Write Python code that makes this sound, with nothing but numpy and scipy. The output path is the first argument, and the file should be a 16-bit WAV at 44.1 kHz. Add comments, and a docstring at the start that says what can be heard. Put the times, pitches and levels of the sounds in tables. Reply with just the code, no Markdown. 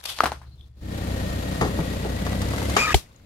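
"""A tyre crushes cups and a balloon

A car creeps over asphalt, close by. Its tyre squashes small plastic sweet cups, which hiss and pop.
With the engine much louder it pinches a long balloon: stick-slip friction makes the rubber creak and
squeal until it bursts. The burst puffs air at the microphone; afterwards everything is far quieter."""
import sys
import numpy as np
from scipy import signal
from scipy.fft import rfft, irfft
from scipy.io import wavfile

SR = 44100
rng = np.random.default_rng(int(sys.argv[2]) if len(sys.argv) > 2 else 0)


def dump_mix(stems):
    """Bounce the given channels to the path in sys.argv[1] as a 16-bit WAV at rate SR."""
    frames = np.atleast_2d(stems).T  # one column per channel
    limited = np.clip(frames, -1, 1)  # hard clip at full scale
    pcm = np.round(limited * 32767).astype(np.int16)
    wavfile.write(sys.argv[1], SR, pcm)


N = 143325
T = np.arange(N) / SR
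HZ = np.maximum(np.arange(N // 2 + 1) * SR / N, 1)
CAR_LAG_S = 0.000398  # right side behind left


# Spectra of the rip and of the escaping air: f/Hz, level/dB
RIP_COLOUR = [(100, 6), (230, 1), (380, 9), (850, 4), (1400, -12), (2100, 0), (4200, -2), (6000, -12),
              (12000, -19), (16000, -26)]
ESCAPE_COLOUR = [(100, -5.5), (400, 2.5), (900, -2.5), (1600, -8), (3000, 0.5), (6000, -1.5), (12000, -5),
                 (16000, -18)]
# Modes of the tearing skin and freed air: f/Hz, level/dB, T60/s
BOOM_MODES = [(125, -13, .05), (400, -13, .05), (800, -10, .018), (2250, -9, .012), (3150, -10, .009)]
def burst(start=2.944, rip_s=0.0032, puff_hz=64.2, puff_rise_s=0.0063, puff_lag_s=0.0048):
    """Sudden pressure release: the skin rips and air escapes, puffing at each microphone port in turn."""
    rip = (T >= start) * np.where(T < start + rip_s, 1, dying(start + rip_s, t60=.014))
    crack = amp(-11) * rip * noise(RIP_COLOUR)
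    boom = sum(amp(db) * ping(start, hz, t60) for hz, db, t60 in BOOM_MODES)
    air = amp(-23.5) * dying(start, t60=0.18) * noise(ESCAPE_COLOUR)
    arrival = start + 0.0038
    puff = -amp(-0.5) * ping(arrival, puff_hz, t60=0.071) * ramp(arrival, puff_rise_s)
    return crack + boom + air + np.array([puff, amp(-3) * late(puff, puff_lag_s)])


# Runs of slips under the tread: t/s, T60/s, level/dB, low-pass f/Hz, thud level/dB
SLIP_RUNS = [(1.612, 0.22, -17, 1150, -16.5), (1.662, 0.091, -35, 500, -28.5),
             (1.788, 0.14, -25, 557, -21.5), (2.049, 0.19, -30.5, 447, -25), (2.266, 0.073, -25, 1470, -48),
             (2.331, 0.029, -29.5, 1800, -36), (2.417, 0.12, -29.5, 6100, -47),
             (2.536, 0.096, -24.5, 1202, -48), (2.58, 0.073, -30, 2000, -42),
             (2.618, 0.032, -23.5, 1500, -33), (2.697, 0.063, -26.5, 6000, -46),
             (2.766, 0.068, -11, 1880, -46)]
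# Balloon resonances: f/Hz, level/dB, T60/s
BALLOON_MODES = [(198, -18, 0.07), (287, -12, 0.026), (425, -13.5, 0.049), (520.9, -8, 0.043),
                 (730, -6.5, 0.041), (868, -2.5, 0.02), (1100, 1.5, 0.011), (1290, -2.5, 0.0086),
                 (1760, 3, 0.0059), (3280, 6, 0.0015), (4700, -5, 0.009), (6400, 10.5, 0.0014)]
# Spectrum of the thud: f/Hz, level/dB
THUD_SPECTRUM = [(40, 2), (90, 11.5), (170, 2), (250, -3), (350, 7), (550, -1.5), (900, -3), (2000, -74),
                 (8000, -60)]
def creaks(slips_per_s=600, uneven=0.41, scuff_db=-7):
    """Stick-slip friction: dying runs of jerks ring the balloon; the air inside shifts with a thud."""
    slips = np.zeros(N)
    for s, t60, db, dull_hz, _ in SLIP_RUNS:
        jerks = np.zeros(N)
        gaps = rng.uniform(.3, 1.7, 120) / slips_per_s
        at = ((s + np.cumsum(gaps) - gaps[0]) * SR).astype(int) + 1
        jerks[np.minimum(at, N - 1)] = rng.uniform(0.43, 1, len(at)) * rng.choice([-1, 1], len(at))
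        slips += amp(db) * signal.lfilter(*signal.butter(1, dull_hz, fs=SR), jerks * dying(s, t60))
    body = amp(scuff_db) * slips
    for hz, db, t60 in BALLOON_MODES:
        drive = slips * (1 + uneven * np.array([drift(550), drift(730)]))
        body = body + amp(db) * ring(drive, hz, t60)
    thud = sum(amp(db) * dying(s, t60) for s, t60, _, _, db in SLIP_RUNS)
    return np.array([body[0], late(body[1], CAR_LAG_S / 2)]) + thud * noise(THUD_SPECTRUM, CAR_LAG_S)


# Squeals: t/s, duration/s, start f/Hz, middle f/Hz, end f/Hz, level/dB, relative pitch jitter
SQUEAL_GLIDES = [(2.782, 0.06, 2370, 2450, 2485, -22.5, .02), (2.831, 0.0405, 2420, 2367, 2354, -26, 0.022),
                 (2.811, 0.05, 1225, 1250, 1324, -28.5, 0.012),
                 (2.863, 0.057, 1230, 1254, 1210, -26.5, 0.0299),
                 (2.868, 0.067, 1800, 1772, 1880, -29.5, 0.074),
                 (2.923, 0.017, 2500, 2590, 2520, -29.5, 0.014)]
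# Their harmonics: number, level/dB
SQUEAL_HARMONICS = [(1, 0), (2, -13), (3, -14), (4, -27)]
# Envelope of the rubbing: t/s, level/dB
RUB_LEVEL = [(2.755, -80), (2.77, -19), (2.8, -24.5), (2.86, -34), (2.9, -32.5), (2.93, -28), (2.938, -68)]
# Its spectrum: f/Hz, level/dB
RUB_SPECTRUM = [(150, -11), (500, -6.5), (1000, 4.5), (2700, 1.5), (4000, -8), (7000, -6.5), (9000, -18.5),
                (13000, -16.5), (16000, -47)]
def squeals(waver_db=1.5, edge_s=0.0074, judder_hz=95, judder_depth=.33):
    """Self-excited vibration: tight rubber sings and judders against the tread, over rubbing noise."""
    out = 0
    for s, length, *pitches, db, jitter in SQUEAL_GLIDES:
        glide = np.interp(T, [s, s + length / 2, s + length], pitches)
        phase = turning(glide * (1 + jitter * drift(252)))
        tone = np.sqrt(2) * sum(amp(level) * np.sin(k * phase) for k, level in SQUEAL_HARMONICS)
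        out += amp(db + waver_db * drift(180)) * gate(s, length, edge_s) * tone
    out *= 1 + judder_depth * np.sin(turning(judder_hz * (1 + 0.288 * drift(64))))
    return np.array([late(out, .0001), out]) + amp(curve(RUB_LEVEL)) * noise(RUB_SPECTRUM)


# Popping cups: t/s, level/dB, f/Hz, T60/s, crack level/dB, spray level/dB, spray T60/s
CUP_POPS = [(.188, -24.5, 1100, .012, -16.5, -28, 0.038), (.2054, 1, 1246, 0.013, -13, -25, 0.14),
            (0.2359, -7, 713, 0.023, -21.5, -18, 0.068), (0.2576, -4, 1230, 0.0039, -15.5, -21.5, .12),
            (0.3189, -14, 813, 0.012, -22, -32, 0.14), (.416, -35.5, 950, 0.012, -51, -51.5, 0.26)]
# Modes of the thin plastic: f/Hz, level/dB, T60/s
SHELL_MODES = [(1900, -2, .003), (3100, -5, 0.00385), (4100, -5.5, 0.0068), (6200, -6.5, 0.0028),
               (10500, -6.5, .002)]
# Spectrum of the spray: f/Hz, level/dB
SPRAY_SPECTRUM = [(60, -25), (200, -5.5), (600, -1), (1300, 3), (2400, -9), (4200, -12), (6500, -19),
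                  (7500, -21), (9000, -18.5), (13000, -23), (16000, -33)]
def pops(lag_s=.00005, crackle_db=2, spray_rise_s=0.003, thin_hz=420):
    """Impulse response: cups too small to radiate bass crack and pop; a crackling spray follows."""
    pop = spray = 0
    for s, pop_db, pop_hz, pop_t60, crack_db, spray_db, spray_t60 in CUP_POPS:
        pop += amp(pop_db) * ping(s, pop_hz, pop_t60)
        for k, (hz, db, t60) in enumerate(SHELL_MODES):
            pop += (-1) ** k * amp(crack_db + db) * ping(s, hz, t60)
        spray += amp(spray_db) * dying(s, spray_t60) * ramp(s, spray_rise_s)
    car_body_echo = amp(-23) * late(pop, 0.0021)
    pop = signal.lfilter(*signal.butter(2, thin_hz, "high", fs=SR), pop + car_body_echo)
    spray *= amp(crackle_db * drift(200))
    return np.array([pop, late(pop, lag_s)]) + spray * noise(SPRAY_SPECTRUM, lag_s)


# Air jets from the cups: peak t/s, rise/s, T60/s, level/dB, whistle f/Hz, relative whistle level/dB
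JETS = [(0.04, 0.0039, 0.016, -28.5, 11500, -9), (0.0557, 0.0023, 0.03, -22, 4630, -4),
        (.102, 0.041, 0.15, -27, 3410, -4), (.175, .03, 0.42, -39.5, 4520, -2),
        (0.611, 0.003, 0.04, -64, 3480, 13), (3.162, 0.0012, .02, -60.5, 6670, 11)]
# Spectrum of the cups' hiss and rustle: f/Hz, level/dB
CUP_COLOUR = [(200, -21.5), (450, -6), (750, 1), (1800, -4.5), (3200, 5), (5000, -1), (7500, -6.5),
              (11500, -4), (14000, -12), (16000, -36.5)]
def squirts(width_hz=260, flutter_db=2):
    """Jet noise: air pressed through splits gives a swelling hiss with a broad whistle."""
    hiss, out = noise(CUP_COLOUR), 0
    for s, rise, t60, db, hz, whistle_db in JETS:
        swell = np.exp(-np.minimum(2 * np.abs(T - s) / rise, 20))
        shape = np.where(T < s, swell, dying(s, t60))
        out += amp(db) * shape * (hiss + amp(whistle_db) * whistle(hz, width_hz)) / np.sqrt(2)
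    return out * amp(flutter_db * drift(150))


# Low thumps: t/s, f/Hz, level/dB, T60/s
TYRE_THUMPS = [(.237, 224, -23, 0.041), (1.621, 475, -21, 0.1), (1.629, 184, -24, 0.15),
               (1.788, 309, -18, 0.059), (1.794, 165, -18, 0.13)]
def thumps():
    """Damped oscillation: the tyre drops onto the cups, or the balloon gives way."""
    return sum(amp(db) * ping(s, hz, t60) for s, hz, db, t60 in TYRE_THUMPS)


# Faint squeaks: t/s, duration/s, f/Hz, level/dB
SQUEAKS = [(0.457, 0.043, 4200, -63.5), (0.506, 0.051, 4200, -62), (0.574, 0.083, 3490, -62.5)]
# Envelope of the rustle: t/s, level/dB
RUSTLE_LEVEL = [(.4, -79.5), (.47, -72.5), (.67, -73.5), (.71, -88.5)]
def cup_squeaks(width_hz=170, edge_s=0.013, crinkle_db=4):
    """Friction: flattened plastic rustles and squeaks under the tread."""
    out = amp(curve(RUSTLE_LEVEL)) * unit(amp(crinkle_db * drift(150))) * noise(CUP_COLOUR)
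    for s, length, hz, db in SQUEAKS:
        out += amp(db) * gate(s, length, edge_s) * whistle(hz, width_hz)
    return out


# Crank rotation rate and pitch of the whine: t/s, f/Hz
CRANK_RATE = [(0, 36), (.4, 35), (.78, 34.8), (.81, 31.9), (2.0, 31.1), (2.29, 30.7), (2.63, 34.6),
              (2.8, 35), (3.25, 33.3)]
WHINE_PITCH = [(.9, 1838), (1.5, 1859), (2.0, 1917), (2.45, 1964), (2.75, 2111), (3.25, 2126)]
# Envelopes of the hum and of the clattering rush: t/s, level/dB
HUM_LEVEL = [(0, -57), (.18, -53), (.26, -35), (.42, -44), (.805, -48.5), (.818, -37), (1.1, -32),
             (2.1, -32.5), (2.35, -29.5), (2.74, -31), (2.79, -47), (2.93, -35), (3.02, -74.5), (3.25, -56)]
RUSH_LEVEL = [(0, -86), (.8, -68.5), (.815, -47.5), (.93, -34), (1.15, -31), (1.55, -30.5), (2.1, -31.5),
              (2.5, -29), (2.74, -28.5), (2.92, -35.5), (3.0, -56), (3.1, -59), (3.25, -59.5)]
# Partials of the hum beside the cups and beside the balloon: multiple of crank rate, level/dB
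ORDERS_AT_CUPS = [(1.5, -9.5), (2, -1), (3, -15.5), (3.5, -10.5), (4.5, -24.5)]
ORDERS_AT_BALLOON = [(1, -21), (2, -1), (2.75, -10.5), (3, -3), (4, -10.5), (5, -13), (6, -8), (7, -24),
                     (7.5, -18), (8, -11), (9, -12), (10, -13.5)]
# Spectrum of the rush: f/Hz, level/dB
RUSH_SPECTRUM = [(25, -11), (60, 2.5), (120, -0.5), (200, 2.5), (330, -9.5), (540, -2), (900, -14),
                 (1500, -16.5), (2500, -19.5), (4000, -20), (5500, -27), (7300, -26), (8300, -30),
                 (12000, -28.5), (15500, -39)]
def engine(balloon_from_s=.81, whine_db=-16.5):
    """Periodic excitation: hum at multiples of the crank rate, a rush throbbing each turn, a whine."""
    crank = turning(curve(CRANK_RATE) * (1 + 0.0027 * drift(9.8)))
    def partials(orders, rough):
        out = 0
        for k, db in orders:
            waver = 1 + rough * drift(14) * amp(-db * .8)  # weak partials waver most
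            out += amp(db) * waver * np.sin(k * crank + 2 * np.pi * rng.random())
        return np.sqrt(2) * out
    blend = ramp(balloon_from_s, 0.029)
    hum = (1 - blend) * partials(ORDERS_AT_CUPS, rough=0.2)
    hum += blend * partials(ORDERS_AT_BALLOON, rough=0.085)
    hum *= amp(curve(HUM_LEVEL))
    rush = noise(RUSH_SPECTRUM, CAR_LAG_S) * unit(amp(np.sin(crank) + 0.84 * drift(60)))
    whine = amp(whine_db) * whistle(curve(WHINE_PITCH), width_hz=32)
    return np.array([hum, late(hum, CAR_LAG_S)]) + amp(curve(RUSH_LEVEL)) * (rush + whine)


# Envelope of the grit, and single snapping stones: t/s, level/dB
GRIT_LEVEL = [(0, -52.5), (.3, -57), (.45, -76), (.76, -76), (.95, -58), (1.6, -47.5), (2.1, -51),
              (2.45, -46), (2.7, -39.5), (2.92, -39), (3.0, -59), (3.25, -74.5)]
SNAPS = [(1.617, -25), (2.267, -35), (2.4185, -25), (2.582, -30)]
# Their spectra: f/Hz, level/dB
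GRIT_SPECTRUM = [(200, -15), (900, 2.5), (2000, -8), (5000, -8), (12000, -11), (16000, -31)]
SNAP_SPECTRUM = [(800, -10), (2500, -3), (6500, -1), (15000, -10)]
def grit(grains_per_s=700, stones_per_s=110, stone_db=-3, ring_cycles=24):
    """Random impacts: fine grit crackles under the tread; stones snap or ring at their own pitch."""
    grains = (rng.random(N) < grains_per_s / SR) * amp(3.5 * np.minimum(rng.exponential(1, N), 2))
    stone_hz = np.geomspace(1100, 4600, 20)
    touches = (rng.random(N) < stones_per_s / SR) * rng.standard_normal((2, N))
    struck = rng.integers(len(stone_hz), size=N)
    stones = sum(ring(touches * (struck == k), hz, ring_cycles / hz) for k, hz in enumerate(stone_hz))
    crackle = noise(GRIT_SPECTRUM, CAR_LAG_S, grains * rng.standard_normal((3, N)))
    snaps = sum(amp(db) * dying(s, t60=0.0087) for s, db in SNAPS) * noise(SNAP_SPECTRUM)
    return amp(curve(GRIT_LEVEL)) * (crackle + amp(stone_db) * unit(stones)) + snaps


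# Spectrum of the reflections: f/Hz, level/dB
TAIL_COLOUR = [(100, -15.5), (400, -1.5), (1200, -7), (4500, 2.5), (9000, 4), (16000, -19)]
def yard(x, t60=0.35, tail_db=-16.5):
    """Reverberation: reflections from the car and its surroundings add a faint tail."""
    tail = noise(TAIL_COLOUR) * dying(.006, t60)
    return x + amp(tail_db) * signal.fftconvolve(x, unit(tail) / np.sqrt(N), axes=1)[:, :N]


# Envelope of the background: t/s, level/dB
AMBIENT_LEVEL = [(0, -59.5), (.68, -55.5), (.73, -76), (.78, -51.5), (.85, -46), (3.25, -54.5)]
# Its spectrum: f/Hz, level/dB
AMBIENT_COLOUR = [(25, -0.5), (110, 2.5), (300, -11), (1000, -25), (2200, -35.5), (4000, -24.5),
                  (8000, -40), (16000, -36.5)]
def outdoors():
    """Ambient noise: a faint, low rumble."""
    return amp(curve(AMBIENT_LEVEL)) * noise(AMBIENT_COLOUR)


# Likeness of left and right: f/Hz, shared fraction of power
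COHERENCE = [(60, 1), (300, 0.91), (900, 0.32), (2000, 0.25), (4500, 0), (12000, 0)]
def noise(colour, lag=0, source=None):
    """Partial coherence: coloured stereo noise, alike in the bass; the shared part lags on the right."""
    shared, left, right = rfft(rng.standard_normal((3, N)) if source is None else source)
    alike = per_hz(COHERENCE)
    common = np.array([shared, shared * np.exp(-2j * np.pi * HZ * lag)])
    sides = np.sqrt(alike) * common + np.sqrt(1 - alike) * np.array([left, right])
    return unit(irfft(sides * amp(per_hz(colour)), N))


def amp(db):
    """Decibels to gain."""
    return 10 ** (np.asarray(db) / 20)


def unit(x):
    """Normalisation to rms 1."""
    return x / np.sqrt(np.mean(x ** 2) + 1e-20)


def curve(rows):
    """Linear interpolation over time."""
    return np.interp(T, *np.transpose(rows))


def per_hz(points):
    """Interpolation over log frequency."""
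    hz, value = np.transpose(points)
    return np.interp(np.log(HZ), np.log(hz), value)


def drift(rate_hz, hop=15):
    """Low-pass noise: random wavering of rms 1."""
    r = np.exp(-2 * np.pi * rate_hz * hop / SR)
    slow = signal.lfilter([1], [1, -2 * r, r * r], rng.standard_normal(N // hop + 1002))[1000:]
    return np.interp(np.arange(N) / hop, np.arange(len(slow)), unit(slow))


def turning(hz):
    """Phase as the integral of frequency, from a random start."""
    return 2 * np.pi * (np.cumsum(hz * np.ones(N)) / SR + rng.random())


def whistle(hz, width_hz):
    """Narrow-band noise around a pitch, independent on each side."""
    phases = (turning(hz) for _ in range(2))
    return np.array([drift(width_hz) * np.sin(p) + drift(width_hz) * np.cos(p) for p in phases])


def ramp(start, rise_s):
    """Linear rise from 0 to 1."""
    return np.clip((T - start) / rise_s, 0, 1)


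def gate(start, length, edge_s):
    """Trapezoidal envelope."""
    return np.clip(np.minimum(T - start, start + length - T) / edge_s, 0, 1)


def dying(start, t60):
    """Exponential decay from a sudden start."""
    out = np.zeros(N)
    span = slice(int(np.ceil(start * SR)), int((start + 2 * t60) * SR) + 2)
    out[span] = np.exp(-np.log(1000) * (T[span] - start) / t60)
    return out


def ping(start, hz, t60):
    """Damped sinusoid."""
    return dying(start, t60) * np.sin(2 * np.pi * hz * (T - start))


def late(x, seconds):
    """Time delay."""
    return np.interp(T - seconds, T, x, left=0)


def ring(x, hz, t60):
    """Resonance: one mode driven by x."""
    r, w = np.exp(-np.log(1000) / (t60 * SR)), 2 * np.pi * hz / SR
    return signal.lfilter([.5, 0, -.5], [1, -2 * r * np.cos(w), r * r], x + 1e-18)


# Excess of left over right: f/Hz, level/dB
BALANCE = [(60, 0.8), (250, 2), (1200, 3.5), (2500, 3.5), (4800, 6.5), (8000, 2.5), (14000, 0.5)]
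def scene():
    """Superposition: the sources add, and a level difference places them a little to the left."""
    crushing = squirts() + pops() + cup_squeaks() + thumps() + creaks() + squeals()
    mix = yard(crushing) + burst() + engine() + grit() + outdoors()
    return irfft(rfft(mix) * amp(per_hz(BALANCE) * [[.5], [-.5]]), N)


def record(dry, overload=.92, cutoff_hz=15700):
    """Clipping and band limiting: the highest peaks overload; the top treble is cut."""
    low_pass = signal.ellip(10, .1, 80, cutoff_hz, fs=SR, output="sos")
    return signal.sosfilt(low_pass, np.clip(dry, -overload, overload))


dry = scene()
out = record(dry)
dump_mix(out)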